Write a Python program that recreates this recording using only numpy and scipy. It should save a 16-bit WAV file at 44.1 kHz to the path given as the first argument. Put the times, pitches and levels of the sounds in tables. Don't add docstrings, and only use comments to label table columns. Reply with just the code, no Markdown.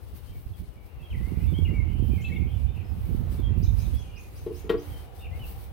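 import sys
import numpy as np
from scipy import signal
from scipy.fft import rfft, irfft, next_fast_len
from scipy.io import wavfile
from scipy.ndimage import uniform_filter1d

SR = 44100
rng = np.random.default_rng(int(sys.argv[2]) if len(sys.argv) > 2 else 0)


def inscribe(sig):
    pcm = np.round(np.clip(np.atleast_2d(sig).T, -1, 1) * 32767)
    wavfile.write(sys.argv[1], SR, pcm.astype(np.int16))


def how_loud(loudness_db):
    steps = np.asarray(loudness_db, float) / 20
    return 10 ** steps


N = 252252
T = np.arange(N) / SR


def level(x, db):
    return x * how_loud(db) / np.sqrt(np.mean(x ** 2))


def colour(x, points):
    hz, db = np.transpose(points)
    size = next_fast_len(x.shape[-1])
    bins_hz = np.fft.rfftfreq(size, 1 / SR)
    gain = how_loud(np.interp(np.log(bins_hz + 1), np.log(hz), db))
    return irfft(rfft(x, size) * gain, size)[..., :x.shape[-1]]


def curves(table):
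    s, *columns = np.transpose(table)
    return [np.interp(T, s, c) for c in columns]


def sides(db, pan_db):
    ratio = how_loud(pan_db)
    return 2 * how_loud(db) * np.array([ratio, np.ones_like(ratio)]) / np.sqrt(1 + ratio ** 2)


def walk(rate):
    hold = int(SR / rate)
    steps = np.repeat(rng.standard_normal((2, N // hold + 1)), hold, axis=1)
    return 1.416 * uniform_filter1d(steps, hold, axis=1)[:, :N]


def add(track, s, sound):
    i = int(s * SR)
    n = min(sound.shape[-1], N - i)
    track[..., i:i + n] += sound[..., :n]


def yard(x, t60, onset):
    t = np.arange(int(.9 * SR)) / SR
    tail = rng.standard_normal((2, len(t))) * how_loud(-60 * t / t60) * (1 - np.exp(-t / onset))
    tail = tail / np.sqrt(np.sum(tail[0] ** 2))
    return signal.fftconvolve(x, tail, axes=1)[:, :N]


def wind():
    # time in seconds, left strength in dB, right strength in dB.
    gust = [(0, -44.5, -58), (.15, -38, -62), (.35, -38, -55), (.62, -40.5, -60), (.92, -42.5, -65),
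            (1.09, -46, -52), (1.115, -35, -28.5), (1.27, -37.5, -26), (1.33, -38, -22),
            (1.62, -35.5, -19.5), (1.75, -36, -20.5), (1.89, -39.5, -25.5), (2.1, -39, -18.5),
            (2.2, -40, -24.5), (2.28, -39, -26), (2.45, -40, -22.5), (2.65, -43, -27.5), (2.92, -38, -30.5),
            (3.1, -34, -23), (3.2, -35, -17), (3.33, -34.5, -25), (3.6, -38, -20), (3.96, -37, -23.5),
            (4, -39, -30), (4.15, -40, -32), (4.25, -41, -39.5), (4.45, -45, -35.5), (4.9, -39.5, -37),
            (5.13, -43.5, -43.5), (5.45, -34.5, -36), (5.72, -40.5, -36)]
    # start in seconds, length in seconds, added strength in dB.
    puffs = [(0.01, 0.079, -49), (0.126, 0.028, -30), (0.293, 0.12, -35.5), (0.454, 0.024, -22.5),
             (0.493, 0.044, -34.5), (.59, 0.07, -29), (0.668, 0.035, -38), (0.757, 0.038, -35),
             (0.814, 0.058, -41), (0.963, 0.087, -36)]
    # frequency in Hz, density in dB per Hz.
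    rumble_tone = [(15, -28), (30, -16), (45, 1), (65, 3.5), (90, 2), (130, -8.5), (180, -19), (260, -24),
                   (400, -61), (1500, -110)]
    # frequency in Hz, density in dB per Hz.
    eddy_tone = [(40, -44), (100, 0), (180, 2), (250, -7), (350, -12.5), (500, -20.5), (800, -48),
                 (2500, -100)]
    # time in seconds, strength in dB.
    pops = [(1.209, -33), (1.27, -28.5), (1.317, -20.5), (1.431, -28), (1.482, -29), (1.585, -16.5),
            (1.659, -30), (1.8, -28), (1.875, -38), (1.95, -27), (2.021, -18), (2.131, -19), (2.404, -33),
            (2.916, -34), (3.144, -19.5), (3.319, -31), (3.393, -26), (3.503, -24), (3.625, -23.5),
            (3.931, -35)]
    puff_edge_s, pop_hz = .012, 191
    port_limit = .45

    gain = how_loud(np.array(curves(gust)))
    for s, length, db in puffs:
        to_nearest_end = np.minimum(T - s, s + length - T)
        add(gain[1], 0, how_loud(db) * np.clip(to_nearest_end / puff_edge_s, 0, 1))
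    rumble = rng.standard_normal((2, N)) * how_loud(2.0 * walk(18))
    rumble = level(colour(rumble, rumble_tone), 1.36)
    small = rng.standard_normal((2, N)) * how_loud(5.9 * np.minimum(walk(60), 1.7))
    small = level(colour(small, eddy_tone), -4.0)
    out = gain * rumble + gain ** 1.32 * small
    t = np.arange(-400, 400) / SR
    for s, db in pops:
        bell = np.exp(-(t * pop_hz / 0.32) ** 2)
        add(out[1], s - .004, 2 * how_loud(db) * np.sin(2 * np.pi * pop_hz * t) * bell)
    return port_limit * np.tanh(out / port_limit)


def grass():
    # peak time in seconds, strength in dB, length in seconds, extra treble in dB.
    strokes = [(0.074, -62, 0.22, -1), (0.173, -56, 0.068, 2), (0.26, -59.5, 0.14, -2),
               (0.377, -60.5, .14, 4.5), (0.49, -65, .12, -2), (.59, -60, 0.063, 3),
               (0.663, -62.5, 0.11, -10), (0.852, -67, 0.096, 2), (1.036, -66, 0.082, -5),
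               (1.262, -58.5, 0.36, -3), (1.438, -59.5, 0.12, -4), (1.576, -61.5, 0.4, -0.5),
               (1.917, -63.5, 0.091, -2), (2.134, -59, .3, -0.5), (2.334, -63, 0.19, -1),
               (2.577, -62.5, .2, -4), (2.764, -64, 0.061, -1), (3.07, -58.5, 0.45, 1),
               (3.33, -53, 0.093, -2), (3.406, -63.5, .1, -3), (3.632, -59.5, 0.15, 2),
               (3.796, -54, 0.18, -0.5), (3.95, -55, .03, 0), (3.947, -58, 0.35, -11),
               (4.237, -58, 0.16, -4), (4.39, -55.5, 0.18, -3), (4.58, -53.5, .12, -2),
               (4.9, -54.5, 0.23, 0.5), (5.003, -56.5, .12, -2), (5.186, -55, 0.1, -1),
               (5.405, -58.5, 0.19, -1), (5.49, -50.5, .1, 5), (5.608, -55, 0.14, 1.5)]
    # frequency in Hz, density in dB per Hz.
    hiss_tone = [(1000, -4.5), (2500, -3.5), (4500, -3), (6400, -10), (7250, -16), (7900, -7), (9500, -3.5),
                 (11500, -1.5), (13500, -1), (16000, 1.5)]
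    # frequency in Hz, gain in dB.
    sheen_tone = [(9000, -44), (12500, -2), (16000, 1)]
    rise, fall = 0.31, 0.43

    body = top = how_loud(-68.5) ** 2
    for s, db, length, top_db in strokes:
        width = length * np.where(T < s, rise, fall)
        bell = how_loud(db) ** 2 * np.exp(-((T - s) / width) ** 2)
        body = body + bell
        top = top + bell * how_loud(top_db) ** 2
    noise = rng.standard_normal((2, N)) + 0.24 * rng.standard_normal(N)
    flicks = how_loud(2.5 * rng.exponential(size=(2, N))) * noise
    hiss = level(colour(flicks * how_loud(1.07 * walk(40)), hiss_tone), 0.44)
    hiss = sides(0, 2.5 + 1.5 * walk(8)[0]) * hiss
    sheen = colour(hiss, sheen_tone)
    return np.sqrt(body) * (hiss - sheen) + np.sqrt(top) * sheen


def hush():
    # time in seconds, strength in dB.
    leaf_swell = [(0.0, -61.5), (0.7, -65), (1.4, -57.5), (2.64, -60), (3.28, -55.5), (4.5, -61.5),
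                  (4.86, -55.5), (5.23, -60.5), (5.4, -56), (5.72, -60)]
    # frequency in Hz, density in dB per Hz.
    leaf_tone = [(100, -26), (250, -1.5), (500, 0.5), (750, -4.5), (1000, -5.5), (1500, -11.5),
                 (2500, -17.5), (3500, -18.5), (5000, -27.5), (7200, -32), (10000, -48)]
    # time in seconds, level in dB.
    drone_swell = [(0, -73), (1.5, -64), (2.2, -59.5), (3, -65), (4.2, -65), (4.9, -59.5), (5.4, -53.5),
                   (5.72, -61)]
    # frequency in Hz, density in dB per Hz.
    drone_tone = [(380, -27), (490, 1), (580, -24), (680, -7), (790, 0.5), (900, -18), (1300, -69)]
    # frequency in Hz, density in dB per Hz.
    traffic_tone = [(120, -31), (250, -4), (400, -2.5), (600, -14.5), (1200, -67)]

    noise = rng.standard_normal((3, 2, N)) + 0.51 * rng.standard_normal((3, 1, N))
    leaves = level(colour(noise[0] * how_loud(0.55 * walk(9)), leaf_tone), 3.5)
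    leaves = how_loud(curves(leaf_swell)[0]) * leaves
    drone = level(colour(noise[1], [(200, -64)] + drone_tone), 0)
    drone = how_loud(curves(drone_swell)[0]) * drone
    traffic = level(colour(noise[2], traffic_tone), -60.5)
    return leaves + drone + traffic


def note(s, hz, db, pan_db, fade, waver_hz):
    t = np.arange(s[0], s[-1], 1 / SR)
    ends = np.clip(np.minimum(t - s[0], s[-1] - t) / fade, 0, 1)
    jitter = np.interp(t * 400, np.arange(80), rng.standard_normal(80))
    pitch_hz = np.interp(t, s, hz) + waver_hz * jitter
    tone = np.sqrt(2) * np.sin(2 * np.pi * np.cumsum(pitch_hz) / SR)
    tone = tone * how_loud(np.interp(t, s, db)) * ends
    return tone * how_loud(pan_db / 2 * np.array([[1], [-1]]))


def chorus():
    # time in seconds, strength in dB.
    chorus_swell = [(0.0, -73.5), (0.89, -66), (1.4, -56.5), (1.7, -61.5), (2.37, -53), (2.52, -59),
                    (3.14, -66), (3.57, -59), (3.89, -65), (4.09, -59), (4.41, -69.5), (5.02, -62),
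                    (5.24, -76), (5.38, -59), (5.72, -68)]
    far = np.zeros((2, N))
    for s, hz, bend, length, db in rng.random((220, 5)):
        pitch_hz = (2050 + 1150 * hz) * np.array([1, 1 + 0.305 * (bend - .5)])
        ends_s = np.array([0, 0.0295 + 0.0515 * length])
        glide = note(ends_s, pitch_hz, 8 * db * np.ones(2), 0, 0.013, waver_hz=90)
        add(far, s * N / SR, glide)
    return how_loud(curves(chorus_swell)[0]) * level(yard(far, 1.0, 0.0071), -0.94)


def birds():
    # start in seconds, length in seconds, first, middle and last pitch in Hz,
    # strength in dB.
    notes = [(0.272, 0.041, 2990, 3130, 3200, -62), (0.321, 0.071, 2320, 2260, 2190, -64),
             (0.535, .024, 3460, 3280, 3260, -59), (0.989, 0.065, 2640, 2657, 2560, -60),
             (1.026, 0.05, 3280, 3250, 3200, -57.5), (1.102, 0.037, 3280, 2830, 2160, -50.5),
             (1.124, .036, 2700, 2170, 1900, -50), (1.15, 0.054, 2320, 2040, 1930, -52.5),
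             (1.199, 0.12, 1926, 2080, 2340, -56), (1.39, 0.066, 2257, 2470, 2740, -56.5),
             (1.445, 0.03, 2690, 2610, 2350, -58), (1.46, 0.1, 3320, 3530, 3010, -59.5),
             (1.537, .06, 2975, 3217, 3265, -46), (1.54, 0.12, 2170, 2250, 2240, -59),
             (1.646, 0.037, 2870, 2730, 2130, -45.5), (1.651, 0.051, 2800, 2125, 2190, -53),
             (1.675, 0.086, 2800, 2800, 2790, -53.5), (1.7, 0.064, 2090, 2200, 2260, -57),
             (1.738, 0.088, 2280, 2225, 2085, -43.5), (1.86, .08, 2240, 2190, 2090, -58.5),
             (1.916, 0.083, 2850, 3000, 2760, -59.5), (2.058, .135, 3000, 3055, 3050, -60.5),
             (2.149, .03, 2380, 2330, 2200, -56), (2.175, .052, 2170, 2160, 2180, -47.5),
             (2.214, 0.021, 2210, 2950, 3150, -53), (2.241, 0.043, 2660, 2610, 2650, -37.5),
             (2.28, 0.0445, 2510, 1910, 2200, -52), (2.316, 0.038, 2120, 2230, 2150, -41.5),
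             (2.352, 0.031, 2144, 2176, 2170, -42.5), (2.353, 0.023, 2970, 2790, 2600, -50),
             (2.4, 0.092, 2180, 2170, 2185, -55.5), (2.465, .11, 3180, 3150, 2930, -59.5),
             (2.5, 0.075, 3400, 3430, 3460, -62), (2.672, 0.065, 3520, 3570, 3560, -65.5),
             (2.84, 0.079, 5050, 5180, 5070, -66.5), (3.382, 0.062, 3610, 3540, 3480, -62),
             (3.423, 0.077, 3240, 3235, 3240, -52), (3.929, .11, 3300, 3380, 3180, -56),
             (4.035, 0.079, 2530, 2460, 2350, -62.5), (4.11, 0.11, 2860, 2800, 2570, -59),
             (4.165, 0.044, 2500, 2468, 2470, -52), (4.897, 0.093, 3300, 3140, 3120, -59.5),
             (5.186, 0.048, 3540, 3630, 3480, -57.5), (5.211, .06, 2937, 2780, 2680, -54),
             (5.31, 0.081, 1960, 2136, 2185, -55.5), (5.392, 0.068, 3010, 2920, 2530, -49)]
    # start in seconds, length in seconds, first, middle and last pitch
    # in Hz, strength in dB.
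    burrs = [(2.238, 0.055, 3240, 3250, 3100, -53), (2.243, .058, 3960, 3970, 4120, -57.5),
             (2.335, .05, 3220, 3430, 3300, -56), (2.743, 0.089, 2740, 2714, 2470, -56.5),
             (3.635, 0.077, 4000, 3700, 3770, -57.5), (3.801, .1, 4100, 3790, 3670, -60),
             (5.203, 0.097, 2750, 2644, 2506, -53)]
    # share of the length, gain in dB.
    note_shape = [(0, -7.5), (.2, -2), (.5, -2.5), (.8, -1.5), (1, -12.5)]
    # start in seconds, strength in dB, top pitch in Hz, time scale of the rise
    # in seconds.
    chip_calls = [(2.208, -57.5, 7620, 0.015), (3.625, -49.5, 6610, 0.015), (3.787, -54, 6670, 0.026),
                  (3.961, -61.5, 6680, 0.047), (4.155, -60.5, 6850, 0.048), (4.355, -59.5, 6600, .03),
                  (4.54, -59, 6790, 0.044), (4.775, -59, 6520, 0.029)]
    burr_hz = 190
    chip_start = .7

    song, chips = np.zeros((2, N)), np.zeros((2, N))
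    share = np.linspace(0, 1, 21)
    swell_db = np.interp(share, *np.transpose(note_shape))
    calls = [(*row, 12 * 2 ** ((-45 - row[-1]) / 10)) for row in notes]
    calls += [(*row, burr_hz) for row in burrs]
    for s, length, *pitch_hz, db, waver_hz in calls:
        hz = np.polyval(np.polyfit([0, .5, 1], pitch_hz, 2), share)
        add(song, s, note(share * length, hz, db + swell_db, -0.7, 0.002, waver_hz))
    bend = np.linspace(0, 1.35, 12)
    for s, db, top_hz, rise in chip_calls:
        hz = top_hz * (1 - (1 - chip_start) * np.exp(-2.5 * bend ** 1.3))
        add(chips, s, note(bend * rise, hz, db - 5 * bend, -3.5, 0.00096, waver_hz=70))
    direct = how_loud(-2 + 3 * walk(180)) * (song + how_loud(-7) * chips)
    direct = direct + how_loud(-2.5) * yard(how_loud(-12) * song + chips, 0.073, 0.001)
    add(direct, .046, how_loud(-18.5) * direct)
    scatter = how_loud(-3.5) * yard(direct, 0.36, 0.0054)
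    chip_scatter = how_loud(0.5) * yard(chips, 0.46, 0.001)
    return direct + scatter + chip_scatter


def knocks():
    # pitch in Hz, strength in dB, time to fade 60 dB in seconds.
    wood = [(182, -3.5, 0.058), (295, -17, 0.51), (360.8, -0.5, 0.16), (399.7, -2.5, 0.1),
            (441.5, -11, 0.13), (460.8, -1.5, 0.16), (590, -14, 0.099), (659, -17.5, 0.095),
            (866, -19, 0.16), (1050, -20.5, 0.15), (1125, -15.5, 0.13), (1369, -14.5, 0.11),
            (1560, -18, 0.13), (1670, -25, .1), (1890, -13, 0.11), (2260, -26, 0.08), (2800, -14, .07),
            (3120, -4.5, 0.065)]
    # time in seconds, strength in dB, rough contact time in milliseconds,
    # crack level in dB before it fades.
    blows = [(4.463, -25, 1.23, -54), (4.642, -31.5, 2.8, -77), (4.664, -40, 0.76, -87),
             (4.694, -26.5, 0.2, -34), (4.698, -17, 0.54, -46)]
    # delay in seconds, gain in dB.
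    fence = [(.040, -5.5), (.049, -8), (.088, -25)]
    crack_tone = [(400, -4), (800, 4), (1300, 6.0), (2200, 2.5), (3500, 2.5), (7000, -22), (16000, -16)]

    hz, db, t60 = np.transpose(wood)[:, :, None]
    t = np.arange(int(.5 * SR)) / SR
    dry = np.zeros(N)
    facing = np.where(hz < 400, -1, 1)
    swell = 1 - np.exp(-t * hz / 0.55)
    modes = facing * swell * how_loud(db - 60 * t / t60) * np.sin(2 * np.pi * hz * t)
    rings = np.sum(modes, axis=0)
    for s, blow_db, contact_ms, crack_db in blows:
        push = np.hanning(int(contact_ms * SR / 1000) + 3)
        add(dry, s, how_loud(blow_db) * np.convolve(rings, push / push.sum())[:len(t)])
        crack = level(colour(rng.standard_normal(len(t)), crack_tone), crack_db)
        add(dry, s, crack * how_loud(-60 * t / 0.14) * np.clip(t / 0.0012, 0, 1))
    port_gain_db = np.array([[1.2], [-1.2]])
    out = dry * how_loud(port_gain_db)
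    back = colour(dry, [(100, 2), (450, -0.5), (700, -3), (2000, -10), (8000, -37)])
    for delay, echo_db in fence:
        add(out, delay, how_loud(echo_db) * back)
    return out + how_loud(-10.0) * yard(dry[None], 0.31, 0.0067)


def scene():
    # frequency in Hz, left minus right in dB.
    port_tone = [(300, 0), (1000, 3), (2000, 2.5), (4000, 1.5), (6000, 3), (7200, 9.5), (9000, 0),
                 (13000, -5.5)]
    air = grass() + hush() + chorus() + birds() + knocks()
    left = colour(air[0], [(hz, db / 2) for hz, db in port_tone])
    right = colour(air[1], [(hz, -db / 2) for hz, db in port_tone])
    return wind() + np.array([left, right])


def band_limit(x):
    return signal.sosfilt(signal.butter(12, 16160, fs=SR, output="sos"), x)


def record(dry):
    low_pass = signal.ellip(10, .2, 70, 15800, fs=SR, output="sos")
    cut = signal.sosfilt(low_pass, dry)
    return band_limit(cut)


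dry = scene()
out = record(dry)
inscribe(out)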